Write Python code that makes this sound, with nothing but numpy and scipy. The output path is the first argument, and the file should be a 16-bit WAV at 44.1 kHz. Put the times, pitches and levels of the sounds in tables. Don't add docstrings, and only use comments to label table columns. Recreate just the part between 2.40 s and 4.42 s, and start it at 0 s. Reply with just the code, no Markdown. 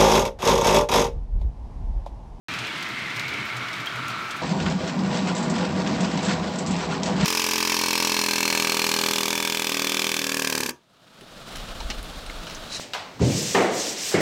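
import sys
import numpy as np
from scipy import signal
from scipy.fft import rfft, irfft, next_fast_len
from scipy.io import wavfile
from scipy.ndimage import uniform_filter1d, map_coordinates

SR = 44100
rng = np.random.default_rng(int(sys.argv[2]) if len(sys.argv) > 2 else 0)


def how_loud(loudness_db):
    steps = np.asarray(loudness_db, float) / 20
    return 10 ** steps


def file_out(sig):
    cols = np.atleast_2d(sig).T
    lim = np.clip(cols, -1, 1)
    pcm = np.round(lim * 32767).astype(np.int16)
    wavfile.write(sys.argv[1], SR, pcm)


N = 88993


def unit(x):
    return x / np.sqrt(np.mean(x ** 2) + 1e-20)


def along(points, hz):
    f, v = np.transpose(points)
    return np.interp(np.log(hz + 1), np.log(f + 1), v)


def curves(rows):
    s, *columns = np.transpose(rows)
    return [np.interp(np.arange(N) / SR, s, column) for column in columns]


def wobble(rate):
    return map_coordinates(rng.standard_normal(4000), [np.arange(N) * rate / SR])


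def filtered(x, response):
    m = next_fast_len(len(x) + 8192)
    return irfft(rfft(x, m) * response(np.fft.rfftfreq(m, 1 / SR)), m)[:len(x)]


def contacts(per_s, scatter_db):
    when, size, sign = rng.random((3, N))
    heights = how_loud(-scatter_db * np.log(size + .03))
    return unit((when < per_s / SR) * heights * np.sign(sign - .5))


def patchy(x, depth_db):
    z = signal.stft(x, nperseg=512)[2]
    field = uniform_filter1d(rng.standard_normal(z.shape), size=5, axis=0)
    field = uniform_filter1d(field, size=8, axis=1)
    return signal.istft(z * how_loud(depth_db * unit(field)), nperseg=512)[1][:N]


def surface(x, depth_db, spectrum):
    return unit(filtered(patchy(x, depth_db), lambda hz: how_loud(along(spectrum, hz))))


def clack(t, bright_db, body_db):
    body, bright = body_db + 9.5, bright_db + 6.5
    colour = [(1200, -30), (3000, body + 2.5), (4500, body), (6500, 0.2), (9500, -7),
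              (12500, bright), (16000, bright - 4)]
    return unit(filtered(rng.standard_normal(len(t)), lambda hz: how_loud(along(colour, hz))))


def uneven_db(t):
    steps = np.clip(3 * rng.standard_normal(len(t) // 64 + 1), -6, 6)
    return steps.repeat(64)[:len(t)]


# pitch in Hz, rms level in dB.
STEADY_LINES = [(1157, -54), (1356, -51), (1451, -58.5), (1515, -56), (3919, -60)]


def steady_tones():
    t = np.arange(N) / SR
    out = np.zeros(N)
    for hz, db in STEADY_LINES:
        level = np.sqrt(2) * how_loud(db + 4.3 * wobble(9.38))
        blur = np.cumsum(5.7 * wobble(30)) / SR
        out += level * np.sin(2 * np.pi * (hz * t + blur))
    return out


# centre in seconds, level in dB, pitch in Hz, length in seconds, glide in Hz per second.
BOARD_BOOMS = [(.22, -36, 119.4, 0.021, -30), (.51, -42, 124, 0.02, -40), (.605, -45, 128, 0.018, 5),
               (.69, -47.5, 134, 0.025, 5), (.785, -39, 119.5, 0.02, 20), (.8, -42.5, 151, 0.036, 5),
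               (.872, -41.5, 132, 0.023, 5), (1.005, -38.5, 120, 0.019, 40), (.99, -46, 304, 0.048, 500),
               (1.0, -45, 214.5, 0.042, -40), (1.175, -37, 122.5, .035, 5), (1.285, -43.5, 119.7, 0.024, 5),
               (1.405, -39, 122, 0.016, -60), (1.42, -46, 302, 0.012, 5), (1.585, -38, 127, 0.046, 150),
               (1.73, -41.5, 121, 0.048, 30), (2.0, -45, 125, 0.018, 5)]


def board():
    out = np.zeros(N)
    for s, db, hz, length, glide in BOARD_BOOMS:
        t = np.arange(N) / SR - s
        swell = np.exp(-.5 * (t / length) ** 2)
        cycles = hz * t + glide * t ** 2 / 2 + rng.random()
        out += np.sqrt(2) * how_loud(db) * swell * np.sin(2 * np.pi * cycles)
    return out


# frequency in Hz, level in dB per Hz.
RUMBLE_SPECTRUM = [(15, -60), (30, -30), (70, -10), (110, -4), (160, -2.5), (340, -4.5), (515, -11.5),
                   (700, -6.5), (900, -22.5), (1800, -82)]


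def rumble():
    return surface(rng.standard_normal(N), 1.5, RUMBLE_SPECTRUM) * how_loud(-41.5 + .5 * wobble(8))


# frequency in Hz, level in dB per Hz.
FIZZ_SPECTRUM = [(3000, 2.5), (6000, 7.5), (9500, -3.5), (12000, -2), (15600, -4)]


def fizz():
    grit = contacts(per_s=1200, scatter_db=5) + 0.91 * rng.standard_normal(N)
    return surface(grit, 1.2, FIZZ_SPECTRUM) * how_loud(-55 + 1.2 * wobble(30))


# frequency in Hz, level in dB per Hz.
ROLL_SPECTRUM = [(500, -30), (850, -7.5), (1330, -3), (1750, -2.5), (2260, -4), (2780, -5.5), (3930, -10),
                 (9000, -30), (11700, -34), (19800, -120)]


def roar():
    level_db = -32.5 - 1.65 * np.arange(N) / SR
    return surface(rng.standard_normal(N), .8, ROLL_SPECTRUM) * how_loud(level_db) * how_loud(0.3 * wobble(20))


def pings():
    per_s, hz, t60 = 22, 12200, .012
    when, size = rng.random((2, N))
    t = np.arange(SR // 40) / SR
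    ring = how_loud(-60 * t / t60) * (1 - np.exp(-t / 0.00053)) * np.sin(2 * np.pi * hz * t)
    hits = (when < per_s / SR) * how_loud(13 * (size - 1.0))
    return how_loud(-46) * signal.fftconvolve(hits, ring)[:N]


# peak time in seconds, peak level in dB, brightness in dB, body in dB.
BLADE_SCRAPES = [(0.593, -37, -20, -5), (0.765, -32.5, -14, -5), (0.8848, -30.5, -12, 2),
                 (0.9397, -33.5, -16, 0), (1.17, -34.5, -17, -8), (1.3338, -32, -21, -1.5),
                 (1.4053, -38, -23, -5), (1.4717, -34, -20, 4), (1.702, -32.5, -31, -1),
                 (1.9106, -29, -20, -4), (1.9677, -38.5, -19.5, -16)]


def scrapes():
    out, t = np.zeros(N + SR), np.arange(SR // 8) / SR
    rise_s = 0.0061
    u = t / rise_s
    for s, db, bright_db, body_db in BLADE_SCRAPES:
        level = how_loud(db - 7 + uneven_db(t))
        scrape = level * clack(t, bright_db - 1.5, body_db) * u * np.exp(1 - u)
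        out[round((s - rise_s) * SR):][:len(t)] += scrape
    return out[:N]


# start in seconds, peak level in dB, brightness in dB, body in dB.
RAIL_JOINTS = [(0.1378, -27.5, -16, 0), (0.1886, -26.5, -28, -4), (0.2474, -31, -16, 9),
               (0.2686, -28, -17, -0.5), (0.3585, -32, -24, 1), (0.3764, -39, -22, -14),
               (0.407, -40, -19, -4), (0.4257, -27.5, -18, -1.5), (0.4868, -38, -7, -1),
               (0.703, -38, -17, -3), (0.7955, -25, -17, 0.5), (1.001, -36, -27.5, -2),
               (1.0544, -40, -11, -12), (1.0763, -41, -21, -3), (1.285, -31.5, -14, 2),
               (1.4589, -34.5, -13, -8), (1.5571, -39.5, -16, -12), (1.6294, -43, -20, 15),
               (1.6811, -32, -14, -9)]


def joints():
    out, t = np.zeros(N + SR), np.arange(SR // 8) / SR
    tick_t60, rattle_t60 = 0.016, 0.15
    for s, db, bright_db, body_db in RAIL_JOINTS:
        shape = how_loud(-60 * t / tick_t60) + how_loud(-9 - 60 * t / rattle_t60 + uneven_db(t))
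        onset = 1 - np.exp(-t / 0.00028)
        out[round(s * SR):][:len(t)] += how_loud(db - 2.5) * clack(t, bright_db, body_db) * shape * onset
    return out[:N]


# start in seconds, peak level in dB, loudest note in Hz.
COUPLINGS = [(.1885, -24, 2340), (.4622, -18, 2150), (.5327, -20, 2075), (.5719, -21, 2110),
             (.657, -22, 2080), (.7023, -23, 2100), (.7986, -22, 2270), (.8375, -24, 2280),
             (.9283, -23, 2200), (.9415, -20, 2370), (1.1633, -23, 2300), (1.2146, -23, 2190),
             (1.283, -22, 2190), (1.4705, -19, 3100)]
# pitch in Hz, level in dB, decay time T60 in seconds.
KNOCK_NOTES = [(1400, -14, 0.028), (2150, -3, 0.047), (2710, -7, 0.035), (3370, -5, 0.016)]


def knocks():
    out, t = np.zeros(N + SR), np.arange(SR // 8) / SR
    for s, db, note_hz in COUPLINGS:
        ring = np.zeros(len(t))
        for hz, note_db, t60 in [*KNOCK_NOTES, (note_hz, 0, 0.029)]:
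            decay = how_loud(note_db + rng.normal(0, 4.7) - 60 * t / t60)
            ring += decay * np.sin(2 * np.pi * hz * (1 + rng.normal(0, 0.038)) * t)
        out[round(s * SR):][:len(t)] += how_loud(db - 7.5) * ring * (1 - np.exp(-t / 0.0011))
    return out[:N]


def geared_body(rows, width_hz, gain_db):
    level_db, hz = curves(rows)
    pole = np.exp(-np.pi * width_hz / SR)
    teeth = contacts(per_s=1500, scatter_db=3) * np.exp(2j * np.pi * rng.random(N))
    softened = signal.lfilter([1], [1, -pole ** 3], teeth)
    ring = signal.lfilter([1], [1, -pole], softened)
    tone = np.real(ring * np.exp(2j * np.pi * np.cumsum(hz) / SR))
    return unit(tone) * how_loud(level_db + gain_db + 0.4 * wobble(22))


# time in seconds, level in dB, resonance in Hz.
CHASSIS_PATH = [
    (.1, -43, 1400),
    (.5, -50, 1428),
    (.95, -40, 1429),
    (1.2, -36, 1334),
    (1.35, -37.5, 1360),
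    (1.55, -35, 1351),
    (1.7, -31.5, 1330),
    (1.9, -34.5, 1342),
    (2.0, -35, 1395),
]


def chassis():
    return geared_body(CHASSIS_PATH, width_hz=247, gain_db=-2.5)


# time in seconds, level in dB, resonance in Hz.
SHELL_PATH = [
    (.1, -37.5, 2500),
    (.27, -36, 2420),
    (.33, -37, 2150),
    (.55, -35, 2120),
    (.75, -32.5, 2150),
    (.85, -29.5, 2250),
    (1.05, -33, 2220),
    (1.35, -36, 2230),
    (1.65, -39, 2240),
    (2.0, -40, 2270),
]


def shell():
    return geared_body(SHELL_PATH, width_hz=225, gain_db=-3.5)


def room(x):
    t = np.arange(SR // 3) / SR
    tail = rng.standard_normal(len(t)) * how_loud(-60 * t / 0.52)
    tail = filtered(tail, lambda hz: 1 / (1 + hz / 6000))
    delayed = np.pad(tail, (200, 0)) / np.linalg.norm(tail)
    return x + how_loud(-12) * signal.fftconvolve(x, delayed)[:N]


def scene():
    train = shell() + chassis() + joints() + scrapes() + knocks() + pings()
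    rolling = roar() + rumble() + fizz()
    return (room(train) + rolling + board() + steady_tones())[None]


def top_cut(x):
    return signal.sosfilt(signal.butter(12, 15710, fs=SR, output="sos"), x)


def record(dry):
    dip_hz, dip_width_hz, dip_db, low_cut_hz, open_s = 10400, 440, -5.5, 15, .0842

    def capsule(hz):
        dip = how_loud(dip_db * np.exp(-((hz - dip_hz) / dip_width_hz) ** 2))
        return dip * hz ** 2 / (hz ** 2 + low_cut_hz ** 2)

    is_open = np.arange(N) >= open_s * SR
    mix = filtered(dry[0], capsule)[None] * is_open
    return top_cut(mix)


dry = scene()
out = record(dry)
file_out(out)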